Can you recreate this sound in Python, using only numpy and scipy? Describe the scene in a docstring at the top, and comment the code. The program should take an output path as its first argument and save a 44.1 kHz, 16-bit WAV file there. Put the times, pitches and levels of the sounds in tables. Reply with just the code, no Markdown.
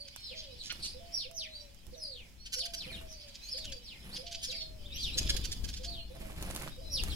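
"""A garden hedge with seed feeders, where siskins whistle, chatter and squabble close by.
Whistles are gliding tones; chatter is shaky harmonics mixed with noise and shaped by a throat filter.
Wings whirr in bursts of beats, beaks and claws tick on seeds and twigs, and hedge and walls echo the birds.
Further off the flock twitters and a collared dove repeats its three-note coo.
A light breeze, with puffs of air from the wings, and the garden's hush are filtered noise."""
import sys
import numpy as np
from scipy import signal
from scipy.fft import rfft, irfft, next_fast_len
from scipy.io import wavfile

SR = 44100
rng = np.random.default_rng(int(sys.argv[2]) if len(sys.argv) > 2 else 0)


def master(y):
    """Save y as 16-bit WAV."""
    cut = np.clip(np.atleast_2d(y).T, -1, 1)
    pcm = np.round(cut * 32767)  # scale
    wavfile.write(sys.argv[1], SR, pcm.astype(np.int16))


N = 315315

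# Levels in the tables are relative: many layers are trimmed as a whole later on.
# Falling whistles: t/s, length/s, first f/Hz, last f/Hz, bend (over 1 hangs before the dive, under 1 dives
# at once), level/dB, loudest moment (share of the length), roughness (0-1)
FALLING_WHISTLES = [(0.182, 0.18, 4250, 1950, 2.73, -50.5, 0.8, 0.03),
                    (0.229, 0.13, 5350, 2254, 1.44, -49.5, 0.3, 0.11),
                    (0.582, 0.074, 4580, 3220, 0.92, -51, 0.16, 0.63),
                    (1.14, 0.13, 5500, 2470, 1.44, -40, 0.095, 0.12),
                    (1.355, 0.13, 6280, 1983, 0.99, -41.5, 0.27, 0.13),
                    (2.012, 0.075, 5230, 4510, 0.83, -42, 0.32, 0.05),
                    (2.066, 0.2, 4740, 2130, 1.24, -51, 0.44, 0),
                    (2.546, 0.1, 5560, 2740, 2, -38.5, 0.69, 0.23),
                    (2.756, 0.125, 5860, 1970, 1.1, -45, 0.42, 0.15),
                    (2.894, 0.06, 2460, 1665, 1.2, -47, 0.095, 0.28),
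                    (2.909, 0.1, 4500, 2650, 0.84, -48.5, 0.33, 0.3),
                    (3.09, 0.1, 5800, 4460, 0.73, -55.5, 0.4, 0),
                    (3.506, 0.071, 5540, 4460, 0.73, -42.5, 0.28, 0),
                    (3.579, 0.16, 4660, 2560, 0.82, -48.5, 0.52, 0.06),
                    (3.836, .15, 5630, 1990, 0.9, -50.5, 0.55, 0.13),
                    (4.461, .11, 5530, 2003, 1.06, -44, 0.38, 0.39),
                    (4.5, .18, 4994, 4210, 0.61, -45.5, 0.31, 0),
                    (4.999, .11, 4830, 2640, 0.94, -39, 0.46, .15),
                    (5.877, 0.15, 4780, 2773, 0.97, -48, 0.57, 0.06),
                    (6.917, 0.096, 5573, 2510, 1.6, -35.5, 0.36, 0.24),
                    (7.096, 0.043, 4300, 3307, 0.69, -45.5, 0.54, 0.5)]
# Short tweets and thin held notes: t/s, length/s, first f/Hz, last f/Hz, level/dB, roughness (0-1)
TWEET_NOTES = [(0, 0.032, 4540, 4490, -47.5, 0.24), (0.818, 0.061, 4690, 4157, -44, 0.83),
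               (0.866, 0.05, 4240, 5100, -49, 0.5), (1.137, 0.032, 5580, 5620, -40, 0),
               (1.486, 0.17, 4016, 4040, -56.5, 0.17), (1.55, 0.028, 4500, 4720, -45, 0),
               (1.597, 0.04, 5500, 5630, -60.5, 0.04), (1.931, 0.03, 5070, 3750, -55.5, 0.54),
               (1.967, 0.062, 6100, 5530, -57, 0.14), (2.393, 0.067, 4270, 4440, -60.5, .1),
               (2.4, 0.06, 5650, 5650, -65, 0), (2.86, 0.042, 2300, 3220, -50.5, 0.4),
               (3.09, 0.069, 6200, 5900, -57, 0), (3.187, 0.045, 4610, 5130, -56.5, 0.25),
               (3.426, 0.037, 4010, 4220, -49, 0.16), (3.43, 0.066, 6250, 6610, -56.5, 0.27),
               (3.485, 0.026, 4470, 4920, -46, 0.27), (3.563, 0.043, 4850, 4560, -47.5, 0),
               (3.727, 0.021, 4450, 4800, -46.5, 0.08), (4.122, 0.057, 4000, 5133, -46.5, 0.62),
               (4.544, 0.073, 5370, 5130, -52, 0), (4.856, 0.014, 3300, 3660, -48, 0.24),
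               (4.918, 0.0197, 3464, 3990, -44.5, 0.24), (4.941, 0.033, 5500, 5910, -49.5, 0.1),
               (4.948, 0.068, 2815, 3510, -42.5, 0.81), (4.969, 0.051, 4120, 5040, -52, 0.56),
               (5.019, 0.069, 5990, 5260, -49, 0.58), (5.132, 0.023, 3840, 4020, -40.5, 0.2),
               (5.428, 0.0268, 3680, 3503, -51, 0.12), (5.525, 0.022, 4440, 5000, -52, 0.3),
               (5.866, 0.056, 4430, 4560, -48, 0.13), (5.982, 0.048, 4234, 4230, -51, 0.03),
               (6.703, 0.062, 3663, 3830, -56, 0.2), (6.787, 0.15, 4870, 5170, -61.5, 0.42),
               (6.836, 0.1, 4050, 4010, -56, 0.05)]
HOOK_S = .022  # every whistle opens with a faint upward hook
BEAK_HZ, LOW_NOTE_DB = 4260, -7.5  # a small beak radiates low notes poorly: dB an octave below this pitch
TWIN_RATIO, TWIN_DB = .87, -10  # the other side of the syrinx (the voice organ) sings lower and weaker

# Harsh chatter notes: middle t/s, length/s, level/dB, centre f/Hz,
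# narrowness/dB (drop an octave off centre, sign ignored), left over right/dB
CHATTER_NOTES = [(.082, 0.027, -42, 4570, 2.5, 0), (.39, 0.099, -36, 4050, 20, 1),
                 (.445, 0.062, -44.5, 3530, 13, 1), (0.663, 0.097, -38.5, 4950, 4.5, -1),
                 (0.709, 0.034, -27.5, 1960, 5.5, -2.5), (0.857, 0.056, -33, 5200, 6, 1),
                 (2.468, 0.045, -38, 3760, 3, 3), (2.54, 0.049, -27.5, 5500, -1, 0),
                 (2.592, 0.027, -33.5, 5000, -1, -1), (2.66, 0.026, -31, 5600, 0.5, -0.5),
                 (2.745, 0.029, -30.5, 7000, 0.5, -0.5), (3.225, .07, -44.5, 4200, 33, -4),
                 (3.289, 0.036, -45, 3600, 2, 1), (3.355, 0.036, -39, 4240, 9, 0.5),
                 (3.587, 0.034, -35, 5170, 2.5, 1), (3.652, 0.027, -35, 3930, 3, 2),
                 (3.727, 0.025, -34.5, 4260, 3, 1), (4.167, 0.037, -32.5, 3760, 10, 0),
                 (4.277, 0.042, -37, 3760, 12, -1), (4.325, 0.039, -35, 4120, 4, 0),
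                 (4.352, 0.036, -31.5, 3760, 8, 0), (4.444, 0.064, -29.5, 6100, 2.5, 2),
                 (4.519, 0.032, -34.5, 4600, 3.5, 0), (4.617, 0.037, -33.5, 3850, 17, -1.5),
                 (5.187, 0.039, -20.5, 5760, 3, 2.5), (5.275, 0.041, -34, 3700, 13, -3),
                 (5.3, 0.029, -20, 3460, 1.5, 0.5), (5.372, 0.023, -29, 5900, 0, -10),
                 (5.453, 0.035, -30.5, 5050, 2.5, -5), (5.526, 0.034, -29, 6290, 2, -1),
                 (5.648, 0.031, -35, 4860, 2, -5), (5.695, 0.058, -38, 5170, 0.5, 1),
                 (5.743, 0.037, -36.5, 3970, 4.5, -4), (5.774, 0.044, -38.5, 4670, 3.5, 0),
                 (5.851, 0.052, -34.5, 4300, 5, -1)]
# Filter of the throat: f/Hz, level/dB
THROAT_FILTER = [(900, -25.5), (1450, -6), (2300, 1), (5000, 5), (7000, 0), (8500, -9.5), (11000, -4.5),
                 (15000, -19)]

# Bursts of wingbeats: t/s, length/s, beats per second, air push level/dB, feather swish level/dB,
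# left over right/dB
WING_BURSTS = [(0.662, 0.32, 21.5, -54, -59.5, 0), (1.838, 0.11, 23, -39, -77, -4),
               (2.721, 0.42, 20.5, -47, -56, 1.5), (3.966, 0.28, 22.7, -68, -55, 1),
               (5.077, 0.416, 22, -24, -53, 2.5), (5.597, 0.095, 23, -38, -79, 19),
               (6.112, 0.29, 20.1, -36.5, -54.5, -0.5), (6.303, 0.3123, 26, -33.5, -52.5, 3),
               (6.38, 0.34, 23.5, -44, -52.5, -0.5), (6.549, 0.16, 23.5, -44, -51.5, 3),
               (6.984, 0.18, 20.4, -41, -50.5, -2)]
# Colour of the feather swish: f/Hz, level/dB
FEATHER_COLOUR = [(300, 7.5), (1100, 1.5), (2500, 7), (6000, -7), (9000, 1), (11000, 0), (15000, -11.5)]
# Colour of the duller wing whirr: f/Hz, level/dB
WHIRR_COLOUR = [(40, -11.5), (170, 5), (450, -13), (900, -20.5), (3000, -38)]

# Ticks of beak or claw: t/s, level/dB, centre f/Hz, left over right/dB
BEAK_AND_CLAW_TICKS = [(0.162, -31, 5000, -2), (0.7244, -31.5, 6500, -5.5), (1.3129, -37, 5430, -4),
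                       (1.7462, -50, 4380, -12), (1.8674, -48.5, 4700, -18), (6.4258, -24.5, 7975, 0),
                       (6.5099, -26, 1499, -1), (6.55, -31, 7500, -5), (6.562, -21.5, 1400, 3),
                       (6.622, -28, 5000, -3), (7.0365, -18.5, 7500, -2)]
# Colour of a cracking husk: f/Hz, level/dB
HUSK_COLOUR = [(300, 13), (1500, 9), (4000, 7), (8000, 9), (11000, 7.5), (16000, 1.5)]
RUSTLE_FROM_S, RUSTLE_TO_S = 6.15, 6.69  # a landing bird scrabbles for a hold among the seeds

# Loudness of the flock twittering in the hedge: t/s, level/dB
FLOCK_LEVEL = [(0, -56), (0.4, -55), (1.1, -58), (1.65, -66), (2.35, -70), (2.69, -57), (3.05, -62),
               (3.55, -55), (3.96, -62), (4.4, -53), (4.72, -65), (4.95, -52), (5.35, -47), (5.62, -59),
               (6.21, -63), (6.97, -62), (7.15, -48)]

# The dove's phrase, one row a coo: t/s into the phrase, length/s, length/s of its low opening,
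# top f/Hz, last f/Hz, level/dB
DOVE_COOS = [(0, .22, .06, 690, 668, -1.5), (.30, .46, .05, 668, 555, -2.5),
             (.98, .25, .035, 655, 470, -1.5)]
FIRST_PHRASE_S, PHRASE_EVERY_S = -.677, 1.617
COO_LOW_HZ, COO_LOW_DB = 512.5, 7  # every coo opens on a louder low note, then breaks upward

# Air moving over the microphone, easing at first and then freshening: t/s, level/dB
BREEZE_LEVEL = [(0, -61), (2.1, -69.5), (3.4, -59), (4.9, -48.5), (6.3, -49), (7.15, -48)]
# Colour of the breeze: f/Hz, level/dB
BREEZE_SPECTRUM = [(15, 0), (30, -4.5), (55, 1), (80, -7), (130, -14.5), (250, -20), (600, -35),
                   (2000, -47)]
# Swells and short puffs of low air, many of them stirred by passing wings:
# peak t/s, half width/s, peak level/dB
AIR_PUFFS = [(.8, 0.51, -55.5), (1.89, 0.028, -50.5), (2.3, 1, -58.5), (3.02, 0.14, -59.5),
             (3.698, 0.062, -49), (5.33, 0.33, -45), (5.65, 0.051, -45.5), (5.94, 0.089, -51),
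             (7.13, 0.18, -39.5)]
# Colour of the garden's hush: f/Hz, level/dB per Hz
GARDEN_COLOUR = [(59, -42), (100, 9), (146, -21.5), (214, 2), (364, -14), (568, -6), (1220, -17.5),
                 (2200, -9), (4720, -14), (6220, -13), (7530, -16), (11000, -20.5), (15800, -22)]
GARDEN_DB = -63

# Reflections from ground, hedge and walls: delay/s, level/dB
REFLECTIONS = [(.005, -2), (.011, -9.5), (.02, -15), (.032, -16), (.044, -7.5), (.07, -15.5)]
ECHO_SPREAD_S = .001
LINGER_DB = -16  # the whistles carry far enough to linger among the trees
# The left microphone port is a little duller than the right: f/Hz, level/dB added left and taken right
LEFT_RIGHT_TILT = [(70, -1.06), (400, -2), (3000, -0.84), (9000, -2.7)]
EDGE_HZ = 15900  # upper limit of the sound


def whistle(length, first_hz, last_hz, bend, rough, peak, edge_db,
            jitter=0.1117, octave_db=-22, hook=0.0812, hook_db=-9):
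    """A syrinx tone hooks up to its first pitch, then glides to its last; roughness shakes it and adds octave."""
    t = np.arange(-HOOK_S, length, 1 / SR)
    dive = np.sin(np.pi / 2 * np.maximum(t / length, 0) ** bend) ** 2
    early = np.maximum(-t / HOOK_S, 0)  # falls from 1 to 0 during the hook

    glide = first_hz * (last_hz / first_hz) ** dive * (1 - hook * early)
    glide *= 1 + (.004 + .04 * rough) * wobble(len(t), 240)
    shaken = glide * (1 + jitter * rough * wobble(len(t), 2200))
    phase = 2 * np.pi * np.cumsum(shaken) / SR

    off_peak = np.interp(t, [0, np.clip(peak, .05, .95) * length, length], [1, 0, 1])
    swell = amp(hook_db * early - edge_db * off_peak ** 2) * signal.windows.tukey(len(t), .1)
    swell *= amp((2.6 + 2 * rough) * wobble(len(t), 275.8))
    swell *= amp(LOW_NOTE_DB * np.maximum(np.log2(BEAK_HZ / glide), 0))

    octave_gain = amp(octave_db + 18.0 * rough + 5.2 * wobble(len(t), 180.0))
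    octave = octave_gain * np.sin(2 * phase + 1.1 * wobble(len(t), 1700))
    return swell * np.sqrt(2) * (np.sin(phase) + octave * (glide / 5000) ** 2)


def whistles(pan_db=1.5, slur_edge_db=12, tweet_edge_db=9):
    """The near birds' two-voiced falling whistles and their tweets, at slightly scattered left-right places."""
    out = np.zeros((2, N))
    calls = []
    for s, length, first, last, bend, db, peak, rough in FALLING_WHISTLES:
        for ratio, voice_db in [(1, 0), (TWIN_RATIO, TWIN_DB)]:
            call = whistle(length, ratio * first, ratio * last, bend, rough, peak, edge_db=slur_edge_db)
            calls.append((s, db + voice_db, call))
    for s, length, first, last, db, rough in TWEET_NOTES:
        call = whistle(length, first, last, bend=0.59, rough=rough, peak=0.31, edge_db=tweet_edge_db)
        calls.append((s, db, call))
    for s, db, call in calls:
        add(out, s - HOOK_S, amp(db) * call, pan_db, lag_s=rng.uniform(-0.000079, .00008))
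    return out


def chatter(pitch_hz=1560, arch=0.22, jitter=0.0792, rasp=1.0, level_db=-6.5):
    """Harsh notes: shaky arched harmonics and rasping air pass through the throat, sputtering unevenly."""
    out = np.zeros((2, N))
    for s, length, db, hz, narrow_db, pan in CHATTER_NOTES:
        u = np.linspace(-1, 1, int(length * SR))  # from start to end of the note
        own_hz = pitch_hz * rng.uniform(.93, 1.12)
        pitch = own_hz * (1 - arch * u ** 2) * (1 + jitter * wobble(len(u), 1484))
        turns = np.cumsum(pitch) / SR
        stack = unit(sum(np.sin(2 * np.pi * k * turns) for k in range(1, 11)))
        sputter = amp(3 * wobble(len(u), 600))
        air = rng.standard_normal(SR)[:len(u)]
        voice = colour((stack + rasp * air) * sputter, THROAT_FILTER)
        note = unit(focus(voice, hz, abs(narrow_db))) * np.cos(u * np.pi / 2) ** 2
        add(out, s - length / 2, amp(db + level_db) * note, pan, lag_s=rng.uniform(-0.00012, .0002))
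    return out


def wings(push_s=0.0031, swish_s=0.017, flap_hz=220, flap_s=0.0021, flap_rise_s=0.00672,
          flap_db=-10, crackle_db=4.5):
    """Each beat sucks then pushes the air, with a short rising flap, a whirr and a crackling feather swish."""
    out = np.zeros((2, N))
    t = np.arange(-.03, .05, 1 / SR)
    push = t / push_s * np.exp(.5 - .5 * (t / push_s) ** 2) * np.where(t < 0, 1, .65)
    stroke = np.exp(-abs(t) / swish_s) + 0.68 * np.hanning(len(t))
    flap_turns = np.cumsum(flap_hz * np.exp(np.clip(t / flap_rise_s, -2, 2))) / SR
    flap = np.sin(2 * np.pi * flap_turns) * np.exp(-abs(t - flap_s / 2) / flap_s)
    for s, length, rate, push_db, swish_db, pan in WING_BURSTS:
        for beat in np.arange(0, length, 1 / rate):
            # beats are strongest mid-burst, and each differs by chance
            arch = np.sin(np.pi * (beat + .5 / rate) / (length + 1 / rate)) ** 2
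            effort = (.2 + .8 * arch ** 1.5) * amp(rng.standard_normal())
            feathers, air = rng.standard_normal((2, len(t)))
            crackle = amp(crackle_db * np.minimum(wobble(len(t), 917.0), 2))
            feathers = unit(colour(feathers * crackle, FEATHER_COLOUR))
            whirr = unit(colour(air, WHIRR_COLOUR))
            thump = amp(push_db) * (effort * push + amp(flap_db) * flap)
            swish = amp(swish_db) * stroke * (feathers + whirr)
            add(out, s + beat + t[0], effort * (thump + swish), pan, lag_s=0.00017)
    return out


def ticks(decay_s=0.0018, stray_db=-54, level_db=-1):
    """Husks crack and claws catch on twigs as short fading noise; mostly fainter pecks fall at random."""
    out = np.zeros((2, N))
    t = np.arange(-.002, .02, 1 / SR)
    stray = [(a * N / SR, stray_db + 10 * b, 5000 + 5000 * c, -3) for a, b, c in rng.random((24, 3))]
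    for s, db, hz, pan in list(BEAK_AND_CLAW_TICKS) + stray:
        burst = rng.standard_normal(len(t)) * (t > 0) * np.exp(-abs(t) / decay_s)
        crack = focus(colour(burst, HUSK_COLOUR), hz, slope_db=0.5)
        add(out, s + t[0], amp(db + level_db) * crack / abs(crack).max(), pan, lag_s=.0001)
    return out


def rustle(level_db=-42, swell_db=9, tilt_db=-1.9):
    """Seeds and dry twigs crackle in uneven clumps of tiny ringing snaps, each at its own pitch, growing louder."""
    span_s = RUSTLE_TO_S - RUSTLE_FROM_S
    along = (np.arange(N) / SR - RUSTLE_FROM_S) / span_s
    out = np.zeros((2, N))
    t = np.arange(0, .008, 1 / SR)
    clumps = amp(3 * wobble(N, 70))
    for when, pitch, size, side in rng.random((420, 4)):
        s = RUSTLE_FROM_S + when * span_s
        hz = 500 * 24 ** pitch
        snap = np.sin(2 * np.pi * hz * t) * np.exp(-hz * t / .8)
        db = tilt_db * np.log2(hz / 2000) + 17 * size ** 3  # a few snaps are much louder
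        add(out, s, amp(db) * unit(snap), pan_db=8 * (side - .9), lag_s=.0003 * side)
    inside = (along > 0) & (along < 1)
    swell = amp(level_db + swell_db * (np.clip(along, 0, 1) - 2.0))
    return out / out[:, inside].std() * clumps * swell


def flock():
    """Many small chirps deep in the hedge, most of them falling, blurred into one twitter by the leaves."""
    out = np.zeros(N)
    for length, pitch, slide in rng.random((28, 3)):
        hz = 2500 + 3100 * pitch
        note = whistle(.015 + .03 * length, hz, hz * (.7 + .4 * slide), bend=1, rough=.45, peak=.4,
                       jitter=.1, edge_db=12)
        starts = 1. * (rng.random(N) < 7 / SR)  # about seven a second
        out += signal.oaconvolve(starts, note)[:N]
    blurred = scatter(out[None], t60=.2)
    out = colour(blurred, [(1500, 8), (2500, 3), (5300, 0), (6500, -5), (11000, -2)])
    return unit(out) * amp(np.interp(np.arange(N) / SR, *np.transpose(FLOCK_LEVEL)))


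def dove(level_db=-56, tail_db=-4, sag_bend=1.3, fade_db=1.0, leap_s=0.012, scoop=0.065,
         wall_s=0.055, wall_db=-8):
    """Each coo starts low, breaks upward and sinks; a far wall repeats it and distance smears it."""
    out = np.zeros((2, N))
    for start in np.arange(FIRST_PHRASE_S, N / SR, PHRASE_EVERY_S):
        for s, length, low_s, top_hz, last_hz, db in DOVE_COOS:
            t = np.arange(0, length, 1 / SR)
            opening = np.minimum(t / low_s, 1)
            high = np.clip((t - low_s) / leap_s + .5, 0, 1)  # 0 on the low note, 1 after the break
            sunk = np.clip((t - low_s) / (length - low_s), 0, 1) ** sag_bend
            low_hz = COO_LOW_HZ * (1 + scoop * (opening - .5))
            high_hz = top_hz + (last_hz - top_hz) * sunk
            hz = (1 - high) * low_hz + high * high_hz
            phase = 2 * np.pi * np.cumsum(hz * (1 + .008 * wobble(len(t), 58.5))) / SR
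            swell = amp(level_db + db + COO_LOW_DB * np.sin(np.pi * opening) - fade_db * sunk)
            swell *= signal.windows.tukey(len(t), .08)
            add(out, start + s, swell * np.sin(phase), pan_db=-2.0, lag_s=0.00042)
    far_wall = amp(wall_db) * np.pad(out, ((0, 0), (round(abs(wall_s) * SR), 0)))[:, :N]
    return out + far_wall + 0.75 * echoes(out) + amp(tail_db) * scatter(out, t60=0.35)


def outdoors(level_db=2, garden_sway_db=2.5):
    """Low filtered noise makes the breeze and puffs of air at the microphone; wider noise the garden's hush."""
    t = np.arange(N) / SR
    puffs = sum(amp(db) * np.exp(-((t - s) / width) ** 2) for s, width, db in AIR_PUFFS)
    moving_air = amp(np.interp(t, *np.transpose(BREEZE_LEVEL))) + puffs
    air = pair(likeness=.78) * amp([[3.3], [-3.3]])  # stronger on the left
    breeze = amp(level_db) * unit(colour(air, BREEZE_SPECTRUM)) * moving_air
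    hush = unit(colour(pair(likeness=0.11), GARDEN_COLOUR))
    return breeze + hush * amp(GARDEN_DB + garden_sway_db * wobble(N, 6.1))


def echoes(x):
    """Reflections, each broken by twigs and rough brick into a short cluster that differs left and right."""
    taps = np.zeros((2, SR // 6))
    for delay, db in REFLECTIONS:
        for side in range(2):
            late = rng.exponential(1, size=6)
            size = rng.standard_normal(size=6)
            at = (abs(delay + ECHO_SPREAD_S * late) * SR).astype(int)
            at = np.minimum(at, taps.shape[1] - 1)
            taps[side, at] += amp(db) * size / np.linalg.norm(size)
    return signal.fftconvolve(x, taps, axes=1)[:, :N]


def scatter(x, t60):
    """Leaves and fences throw back a blurred tail: noise that fades by 60 dB in t60 seconds."""
    t = np.arange(SR) / SR
    tail = rng.standard_normal((2, SR)) * amp(-60 * t / t60) * (1 - np.exp(-t / 0.0033))
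    return signal.fftconvolve(x, tail / np.linalg.norm(tail[0]), axes=1)[:, :N]


def add(mix, s, sound, pan_db=0, lag_s=0):
    """Mixes a sound in at a time and a left-right balance; it reaches the left side lag_s later."""
    for side, sign in enumerate((1, -1)):
        start = round((s + sign * lag_s / 2) * SR)
        rest = sound[max(-start, 0):]
        part = mix[side, max(start, 0):][:len(rest)]
        part += amp(sign * pan_db / 2) * rest[:len(part)]


def focus(x, hz, slope_db):
    """A broad resonance, slope_db down an octave to each side and ever steeper beyond, to a floor of -35 dB."""
    octaves = np.linspace(-3, 3, 13)
    return colour(x, np.transpose([hz * 2 ** octaves, np.maximum(-slope_db * octaves ** 2, -35)]))


def colour(x, points):
    """Filters by a spectrum of f/Hz, level/dB points."""
    hz, db = np.transpose(points)
    size = next_fast_len(x.shape[-1] + 512)
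    gain = amp(np.interp(np.log(np.fft.rfftfreq(size, 1 / SR) + 1), np.log(hz), db))
    return irfft(rfft(x, size) * gain, size)[..., :x.shape[-1]]


def wobble(size, rate):
    """Random drift of about unit size: straight lines between new values drawn rate times a second."""
    at = np.arange(size) * rate / SR
    return np.interp(at, np.arange(4096), rng.standard_normal(4096))


def pair(likeness):
    """Two channels of partly shared noise."""
    a, b = rng.standard_normal((2, N))
    c = np.clip(likeness, 0, 1)
    return np.array([a, c * a + np.sqrt(1 - c * c) * b])


def unit(x):
    """Scales to an rms (average strength) of one."""
    return x / np.sqrt(np.mean(x ** 2) + 1e-20)


def amp(db):
    """Turns decibels into a gain."""
    return 10 ** (np.asarray(db) / 20)


def scene():
    """Near birds with the garden's echoes, then the distant layers."""
    song = whistles()
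    sharp = chatter() + ticks() + wings() + rustle()
    near = song + amp(-9.0) * sharp  # what the hedge and walls throw back
    tail = amp(-7.5) * scatter(near + .5 * focus(sharp, 4200, 8), t60=.3)
    linger = amp(LINGER_DB) * scatter(focus(song, 3300, 4), t60=.4)
    return song + sharp + echoes(near) + tail + linger + flock() + dove() + outdoors()


def record(dry):
    """Gives the two microphone ports slightly different colours, then cuts the highest treble."""
    left = colour(dry[0], LEFT_RIGHT_TILT)
    right = colour(dry[1], [(hz, -db) for hz, db in LEFT_RIGHT_TILT])
    low_pass = signal.firwin(401, EDGE_HZ, window=("kaiser", 9), fs=SR)
    return signal.oaconvolve(np.array([left, right]), low_pass[None], "same")


dry = scene()
out = record(dry)
master(out)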